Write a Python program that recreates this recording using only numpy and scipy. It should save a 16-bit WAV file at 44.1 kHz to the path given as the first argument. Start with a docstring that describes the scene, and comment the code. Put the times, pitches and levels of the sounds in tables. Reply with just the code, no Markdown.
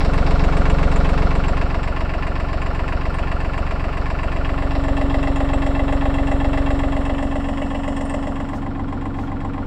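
"""An open yard, where the three-cylinder diesel of a road roller idles. A microphone is carried round it:
from the exhaust pipe to the front drum, past the engine grille and a corner, to behind the rear drum.
Each firing sends a gas pulse down the pipe and strikes the block, which rings in its natural modes.
Panels rattle, gears clatter, injectors tick and the fan hums, all periodic with the crankshaft.
Beneath them are the hiss of cooling air, one puff of wind and two soft footsteps."""
import sys
import numpy as np
from scipy import signal
from scipy.fft import rfft, irfft
from scipy.io import wavfile
from scipy.ndimage import uniform_filter1d, map_coordinates

SR = 44100
rng = np.random.default_rng(int(sys.argv[2]) if len(sys.argv) > 2 else 0)


def unload_audio(sound):
    """Save the sound as a 16-bit wav file, at the path given as the first command line argument."""
    columns = np.transpose(np.atleast_2d(sound))
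    # keep every value between -1 and 1, then stretch to whole-number steps
    steps = np.round(np.clip(columns, -1, 1) * 32767)
    wavfile.write(sys.argv[1], SR, steps.astype(np.int16))


N = 426006
TIME = np.arange(N) / SR

# The cylinders in firing order. Each row: gas pulse in dB, crack in dB, its rise and t60 in seconds,
# piston slap lag in cycles, slap in dB re the crack, injector tick in dB. All levels are relative.
CYLINDERS = [(3, 5.5, 0.0022, 0.094, 0.05, -5.5, 1), (1, 0, 0.0017, 0.18, 0.06, -10, -18),
             (2, 6.5, 0.0033, 0.084, 0.055, -5.5, -1.5)]
# Exhaust harmonics. Each row: multiple of the firing rate, then level in dB at each of the five places,
# which are 0 pipe, 1 front drum, 2 grille, 3 rear corner, 4 rear drum.
EXHAUST_HARMONICS = [(1, -14.5, -21.5, -20, -25, -27), (2, -20.5, -26.5, -22.5, -34.5, -39),
                     (3, -22, -26.5, -25.5, -31.5, -47), (4, -30, -35, -31.5, -38.5, -29.5),
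                     (5, -30, -32.5, -30, -36, -42), (6, -28.5, -39, -38.5, -52, -35.5),
                     (7, -28, -37.5, -36, -47, -52), (8, -34, -42, -49.5, -41, -50.5),
                     (9, -44.5, -48, -58.5, -44.5, -41.5), (10, -46.5, -55, -52.5, -37, -45.5)]
# Spectrum of an injector's tick. Each row: frequency in Hz, relative level in dB.
TICK_SPECTRUM = [(4500, -29), (5400, -1.5), (6300, -18.5), (7400, 2), (8100, -7.5), (8800, -4),
                 (9400, -36.5), (10400, -17.5), (12000, -43), (14500, -33)]


def exhaust(cycle, place, silencer_hz=148, silencer_q=2.5, scatter_db=0.5):
    """Periodic gas pulses form a harmonic series; the silencer's resonance shifts each phase."""
    lag_firings, skew_rad = .81, .85
    firing = cycle * len(CYLINDERS) - lag_firings
    firing_hz = (firing[-1] - firing[0]) / TIME[-1]
    out = 0
    for order, *dbs in EXHAUST_HARMONICS:
        ratio = order * firing_hz / silencer_hz
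        phase_lag = np.arctan2(ratio / silencer_q, 1 - ratio ** 2)
        out -= along(place, dbs) * np.cos(2 * np.pi * order * firing + skew_rad - phase_lag)
    number = np.arange(int(firing[-1]) + 2)
    pulse_db = np.resize([row[0] for row in CYLINDERS], len(number))
    pulse_db = pulse_db + scatter_db * rng.standard_normal(len(number))
    return out * undb(np.interp(firing, number, pulse_db))


def lope(cycle, place, lag_cycles=.555):
    """Unequal firings add tones between the exhaust harmonics, which beat once a cycle."""
    # Each row: multiple of the cycle rate, level in dB re the firing tone.
    tones = [(4, -18), (5, -15.5)]
    heave = sum(undb(db) * np.cos(2 * np.pi * order * (cycle - lag_cycles)) for order, db in tones)
    return along(place, EXHAUST_HARMONICS[0][1:]) * heave


def gas_turbulence(cycle):
    """Turbulence in the exhaust gas makes a low rumble, much the same in every cycle."""
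    # Each row: frequency in Hz, relative level in dB.
    spectrum = [(8, -26.5), (18, -2), (34, -7.5), (55, -2.5), (90, -4.5), (160, -11.5), (260, -14.5),
                (500, -40)]
    return unit(colour(cyclic_noise(cycle, fresh=0.15), spectrum))


def knocks(cycle, place, jitter_s=.00005):
    """Impact excitation: each combustion cracks and rings the block's modes; a piston slap follows."""
    # The bare crack. Each row: frequency in Hz, relative level in dB.
    crack_spectrum = [(200, -26), (500, -15.5), (700, -20.5), (1000, -5), (2000, 8), (3000, 3),
                      (4200, -7.5), (6000, 3)]
    # Modes of block and covers. Each row: frequency in Hz, rise and t60 in seconds, relative dB
    # for each of the three cylinders, then gain in dB at pipe, front drum, grille and rear drum.
    block_modes = [(1760, 0.0048, 0.13, -6, -7.5, -2, -8, 5.5, 6, 2),
                   (2001, 0.0025, 0.063, 1.5, -16.5, -6.5, -12, 4.5, 9, 8),
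                   (2230, 0.0022, 0.071, 0, -11, 0, 3, -2.5, -9, -8),
                   (2679, 0.0034, 0.11, -3, -9.5, -0.5, 1.5, -2.5, 5.5, -5.5),
                   (3275, 0.002, 0.11, 2.5, -8, 5, -18, -14, -7, -10)]
    envelope = 0
    for k, (_, db, rise, t60, slap_lag, slap_db, _) in enumerate(CYLINDERS):
        crack = blows(cycle, k, rise, t60, scatter_db=1.7)
        slap = undb(slap_db) * blows(cycle - slap_lag, k, rise, t60, scatter_db=0)
        envelope += undb(db) * (crack + slap)
    bursts = colour(envelope * cyclic_noise(cycle, fresh=0.38), crack_spectrum)
    out = undb(0.5) * heard_at(bursts, place)
    for hz, rise, t60, *dbs in block_modes:
        drift = jitter_s * wander(200)  # loose covers make the ring unsteady
        gain = undb(np.interp(place, [0, 1, 2, 4], dbs[3:]))
        for k in range(len(CYLINDERS)):
            envelope = undb(dbs[k]) * blows(cycle, k, rise, t60, scatter_db=1.4)
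            out += gain * envelope * tone(hz * (age_of(cycle, k) + drift))
    return out


def panels(cycle, place, rise=0.0054, scatter_db=1.25, jitter_s=.00003):
    """Loose panels are damped resonators, each struck at its own point of the engine cycle."""
    # Each row: lag in cycles, frequency in Hz, t60 in seconds, level in dB at each place.
    modes = [(.008, 796, 0.098, -41, -42, -24, -32, -28), (.008, 1046, 0.073, -47, -33.5, -36.5, -38, -27),
             (.015, 601, 0.047, -39, -40, -19.5, -19, -34), (0.016, 973, 0.053, -20.5, -23, -29, -32, -28),
             (0.041, 438, 0.027, -22.5, -36, -31.5, -46, -38),
             (.062, 839.4, .09, -35, -39, -26.5, -31, -36),
             (.085, 657, 0.072, -25.5, -24.5, -25.5, -42, -42.5),
             (.238, 541.6, 0.077, -26, -33, -28, -40, -47),
             (.354, 445, .045, -23.5, -28.5, -27, -35, -36.5),
             (.369, 736, .04, -22, -29, -30.5, -28.5, -46),
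             (.377, 1386, 0.056, -25, -26.5, -36.5, -37, -33), (.52, 859, 0.04, -31, -25.5, -32, -37, -45),
             (.662, 642, .1, -28, -30.5, -22.5, -33.5, -46), (0.684, 1027, 0.03, -28, -28, -32, -33, -32.5),
             (0.701, 407, .045, -27, -33.5, -28.5, -36, -40),
             (.715, 546, 0.051, -26, -36.5, -23.5, -44, -37), (.769, 820, 0.03, -26.5, -37, -22, -31, -36),
             (0.863, 752, 0.086, -37, -36, -32.5, -41, -31.5)]
    out, drift = 0, jitter_s * wander(60)
    for lag, hz, t60, *dbs in modes:
        own_cycle = cycle - lag + 1
        ring = tone(hz * (age_of(own_cycle, 0) + drift))
        out += along(place, dbs) * blows(own_cycle, 0, rise, t60, scatter_db) * ring
    return out


def gear_clatter(cycle, place):
    """Dense metal contacts merge into broadband noise that partly recurs each cycle."""
    return heard_at(cyclic_noise(cycle, fresh=0.4), place)


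def fan(cycle, flutter_db=0.3):
    """Blade passage makes a hum and its octave, locked to the crankshaft."""
    # Each row: multiple of the firing rate, relative level in dB.
    tones = [(12, 9), (24, -20)]
    firing = cycle * len(CYLINDERS)
    hum = sum(undb(db) * np.sin(2 * np.pi * order * firing) for order, db in tones)
    return unit(hum) * undb(flutter_db * wander(26))


def drone(cycle, place, waver_db=1.0):
    """Forced vibration of gears and panels gives a hollow stack of wavering harmonics."""
    # Each entry: a tone's multiple of the cycle rate.
    orders = [20, 33, 48, 51, 54, 57, 63, 66, 70, 72, 77, 80, 90, 114, 118]
    # Each row: that tone's level in dB at each place.
    levels = [(-46, -42, -39.5, -47, -57), (-44, -56, -42, -42, -38), (-49, -44.5, -41.5, -52, -47),
              (-42, -42, -40.5, -51.5, -51), (-50, -54, -45, -52.5, -59), (-35, -47.5, -45, -53, -55),
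              (-38, -42, -49, -54, -41.5), (-52, -62, -43, -44, -57), (-44, -47, -37.5, -45, -61),
              (-36, -46, -38.5, -46, -53), (-49, -55, -42, -52, -54), (-53, -44, -42.5, -49, -59),
              (-39.5, -52.5, -50, -60, -59), (-40, -50, -42.5, -64.5, -64), (-50, -52, -44.5, -52, -63)]
    return sum(along(place, dbs) * undb(waver_db * wander(4.3)) * tone(order * cycle)
               for order, dbs in zip(orders, levels))


def clanks(rise=.0015, detune=0.016):
    """A loose part rings in free vibration; it sits differently each time, so its modes shift."""
    # Each row: start in seconds, level in dB.
    strikes = [(0.698, -40), (1.048, -36), (1.438, -37), (1.964, -41), (3.226, -41), (4.283, -44),
               (4.447, -37.5), (5.317, -49), (7.147, -45), (7.621, -39), (7.75, -42)]
    # Each row: frequency in Hz, relative level in dB, t60 in seconds.
    modes = [(1900, -12, .1), (2370, -0.5, 0.13), (2640, 6, .1), (2960, 6, 0.057), (3300, -3, 0.1)]
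    out, age = np.zeros(N), TIME[:SR // 4]
    for start_s, db in strikes:
        start = int(start_s * SR)
        for hz, mode_db, t60 in modes:
            ring = tone(hz * (1 + detune * rng.standard_normal()) * age)
            out[start:start + len(age)] += undb(db + mode_db) * swell(age, rise, t60) * ring
    return out


def valve_rasp(cycle, floor_db=-12):
    """The valve gear's bright contact noise is amplitude-modulated by the firings."""
    # Each row: frequency in Hz, relative level in dB.
    spectrum = [(3200, -6), (3800, 1), (4700, -1.5), (5500, -0.5), (6100, -29.5)]
    # Loudest where the machine's joint lies open. Each row: time in seconds, level in dB.
    levels = [(0, -47), (1.1, -50), (1.7, -54), (4.55, -58), (4.63, -50.5), (5.0, -51.5), (5.4, -57),
              (7.0, -60.5), (8.2, -63.5), (9.66, -68)]
    pulses = sum(undb(row[1] / 2) * blows(cycle, k, rise=0.0025, t60=0.13, scatter_db=5.0)
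                 for k, row in enumerate(CYLINDERS))
    rasp = (pulses + undb(floor_db)) * cyclic_noise(cycle, fresh=0.36)
    return undb(curve(levels)) * unit(colour(rasp, spectrum))


def injectors(cycle, sizzle_db=-5.0):
    """Each injector's brief impact makes a burst of treble noise, over the valve gear's sizzle."""
    snaps = sum(undb(row[-1]) * blows(cycle, k, rise=0.0031, t60=0.082, scatter_db=4.5)
                for k, row in enumerate(CYLINDERS))
    return unit(colour((snaps + undb(sizzle_db)) * cyclic_noise(cycle, fresh=1.0), TICK_SPECTRUM))


def hard_snaps(rise=.002, t60=0.083, ring_db=3.5, sizzle_db=-5.0):
    """An occasional harder injector snap excites a damped resonance, each at its own pitch."""
    # Each row: start in seconds, frequency in Hz, base level in dB.
    snaps = [(0.135, 8800, -50), (0.439, 6900, -50), (0.569, 8290, -49), (0.698, 7230, -45),
             (0.958, 7200, -42), (1.481, 7460, -43), (1.83, 7630, -48), (2.529, 7200, -51),
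             (2.616, 7220, -51), (2.66, 7300, -51), (3.14, 8590, -51), (4.361, 7500, -53),
             (4.881, 7280, -50), (5.358, 7040, -47), (5.535, 7680, -43), (7.964, 8450, -49),
             (8.051, 8840, -47), (8.095, 8440, -41.5), (8.138, 7700, -48)]
    out, age = np.zeros(N), TIME[:SR // 4]
    sizzle = undb(sizzle_db) * noise(TICK_SPECTRUM)
    for start_s, hz, db in snaps:
        span = slice(int(start_s * SR), int(start_s * SR) + len(age))
        ring = undb(ring_db) * np.sin(2 * np.pi * hz * age)
        out[span] += undb(db) * swell(age, rise, t60) * (sizzle[span] + ring)
    return out


def cooling_air(place):
    """Turbulent cooling air hisses, most strongly where the engine bay is open."""
    # Each row: frequency in Hz, relative level in dB.
    spectrum = [(3000, -2.5), (6000, 8.5), (10000, -2), (15000, 5.5)]
    # Each entry: level in dB at one place.
    levels = [-68, -69.5, -67, -70.5, -76]
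    return along(place, levels) * noise(spectrum)


def wind(): 
    """Pressure fluctuations of a puff of wind rumble on the moving microphone."""
    # Each row: centre in seconds, half-width in seconds, level in dB.
    gusts = [(4.48, 0.083, -31)]
    # Each row: frequency in Hz, relative level in dB.
    spectrum = [(12, 5), (25, -4), (60, -21)]
    return puffs(gusts) * noise(spectrum)


def footsteps():
    """Friction of a sole on asphalt makes soft swells of high noise."""
    # Each row: centre in seconds, half-width in seconds, level in dB.
    steps = [(8.564, 0.03, -54), (9.22, 0.062, -58)]
    # Each row: frequency in Hz, relative level in dB.
    spectrum = [(3000, 5), (7500, 3), (10000, -9), (15000, -12)]
    return puffs(steps) * noise(spectrum)


def heard_at(x, place):
    """Shielding by the panels filters the engine differently at each place."""
    # One spectrum a place. 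Each row: frequency in Hz, relative level in dB.
    pipe = [(170, 8), (240, -4), (330, 1.5), (450, 0), (620, 0.5), (850, -3), (1250, -4), (1600, -12.5),
            (2200, -19.5), (2650, -19), (3100, -22.5), (4300, -22), (5400, -32), (6300, -37)]
    front = [(170, -4), (230, -3), (330, 1), (500, -5), (680, -0.5), (850, -3.5), (1100, -3), (1450, -11),
             (2200, -20), (2700, -14.5), (3300, -27.5), (4700, -24), (5500, -36), (6300, -44)]
    grille = [(170, -26), (230, 2), (350, -4), (460, -9.5), (570, -0.5), (800, -6.5), (1150, -7),
              (1550, -19.5), (1900, -18.5), (2350, -27.5), (2700, -25), (3900, -26.5), (5500, -43),
              (6300, -65)]
    corner = [(150, -1), (220, -2.5), (310, -2.5), (400, -10.5), (560, -2), (800, -4), (1100, -8),
              (1500, -24.5), (1900, -19.5), (2350, -35.5), (2700, -22), (3900, -35), (5400, -40),
              (6300, -69)]
    rear = [(150, -4.5), (230, -4.5), (310, -1), (390, -16), (480, -11), (630, -14.5), (800, -11),
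            (1080, -15.5), (1400, -23), (2100, -33), (3000, -36), (4200, -41), (5400, -51), (6300, -60)]
    return sum(np.maximum(1 - abs(place - k), 0) * unit(colour(x, spectrum))
               for k, spectrum in enumerate([pipe, front, grille, corner, rear]))


def along(place, dbs):
    """Gain interpolated between neighbouring places."""
    return np.interp(place, np.arange(len(dbs)), undb(dbs))


def cyclic_noise(cycle, fresh):
    """Noise that repeats every engine cycle, except for a fresh share of its power."""
    size = int(N / (cycle[-1] - cycle[0]))
    pattern = irfft(np.exp(2j * np.pi * rng.random(size // 2 + 1)), size)
    recurring = unit(map_coordinates(pattern, [cycle % 1 * size], order=3, mode="grid-wrap"))
    return np.sqrt(1 - fresh) * recurring + np.sqrt(fresh) * rng.standard_normal(N)


def blows(cycle, cylinder, rise, t60, scatter_db):
    """Envelope of one cylinder's impacts, each of random strength."""
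    number = (cycle + 1 - cylinder / len(CYLINDERS)).astype(int)
    strengths = undb(scatter_db * np.sqrt(3) * rng.uniform(-1, 1, number[-1] + 1))
    return strengths[number] * swell(age_of(cycle, cylinder), rise, t60)


def age_of(cycle, cylinder):
    """Seconds since this cylinder last fired."""
    phase = (cycle - cylinder / len(CYLINDERS)) % 1
    return phase * TIME[-1] / (cycle[-1] - cycle[0])


def swell(age, rise, t60):
    """Linear rise, then exponential decay by 60 dB in t60; all in seconds."""
    return np.minimum(age / rise, 1) * np.exp(-np.log(1000) * np.maximum(age - rise, 0) / t60)


def puffs(rows):
    """Envelope of Gaussian swells."""
    return sum(undb(db) * np.exp(-((TIME - centre) / width) ** 2) for centre, width, db in rows)


def tone(periods):
    """Sinusoid with a random starting phase."""
    return np.sin(2 * np.pi * (periods + rng.random()))


def noise(spectrum):
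    """Coloured noise of rms 1."""
    return unit(colour(rng.standard_normal(N), spectrum))


def colour(x, spectrum):
    """Filter by a (Hz, dB) spectrum that falls 24 dB an octave beyond its ends."""
    hz, db = np.transpose(spectrum)
    f = np.maximum(np.arange(N // 2 + 1) * SR / N, 1)
    skirt = np.minimum(1, np.minimum(f / hz[0], hz[-1] / f)) ** 4
    return irfft(rfft(x) * skirt * undb(np.interp(np.log(f), np.log(hz), db)), N)


def wander(rate_hz):
    """Smooth random fluctuation of rms 1."""
    hold = int(SR / rate_hz)
    steps = np.repeat(rng.standard_normal(N // hold + 1), hold)
    return unit(uniform_filter1d(uniform_filter1d(steps, hold), hold)[:N])


def curve(rows):
    """Linear interpolation of (seconds, value) points."""
    return np.interp(TIME, *np.transpose(rows))


def undb(db):
    """Decibels to gain."""
    return 10 ** (np.asarray(db) / 20)


def unit(x):
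    """Scale to rms 1."""
    return x / np.sqrt(np.mean(x ** 2))


def scene(waver_s=.000025):
    """Superposition: one crankshaft times the engine's sources; the walk sets level and colour."""
    # Each row: time in seconds, crankshaft speed in turns per minute.
    speed = [(0.0, 925.7), (0.8, 920.0), (1.6, 915.9), (2.5, 916.4), (3.7, 915.7), (4.5, 923.6),
             (5.5, 920.3), (6.6, 923.0), (7.6, 919.1), (8.6, 916.6), (9.66, 919.0)]
    # Each row: time in seconds, place from 0 (pipe) to 4 (rear drum).
    walk = [(0, .3), (.3, 0), (1.05, 0), (1.9, 1), (4.3, 1), (5.05, 2), (6.7, 2), (7.55, 3), (8.15, 3),
            (8.7, 4)]
    # Each row, one a place: gain in dB of gas, clatter, knock, injectors and fan.
    place_levels = [(-27.5, -26.5, -33.5, -54.5, -33.5), (-33, -32, -36.5, -60.5, -42),
                    (-33.5, -30, -36.5, -55, -25.5), (-33.5, -31, -38.5, -54.5, -28.5),
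                    (-32, -32, -44.5, -67, -33.5)]
    cycle_hz = curve(speed) / 120  # a four-stroke cycle takes two turns
    start_cycle = .642
    cycle = start_cycle + np.cumsum(cycle_hz) / SR + cycle_hz * waver_s * wander(20)
    place = curve(walk)
    gas_gain, clatter_gain, knock_gain, tick_gain, fan_gain = (
        along(place, dbs) for dbs in np.transpose(place_levels))
    gas = gas_gain * gas_turbulence(cycle)
    clatter = clatter_gain * gear_clatter(cycle, place)
    impacts = knock_gain * knocks(cycle, place) + panels(cycle, place) + clanks()
    ticks = tick_gain * injectors(cycle) + hard_snaps() + valve_rasp(cycle)
    hum = fan_gain * fan(cycle) + drone(cycle, place)
    hiss = cooling_air(place)
    engine = exhaust(cycle, place) + lope(cycle, place) + gas + clatter + impacts + ticks + hum
    return (engine + hiss + footsteps() + wind())[None]


def record(dry, top_hz=15700):
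    """A steep elliptic low-pass filter limits the bandwidth."""
    return signal.sosfilt(signal.ellip(8, .2, 70, top_hz, fs=SR, output="sos"), dry)


dry = scene()
out = record(dry)
unload_audio(out)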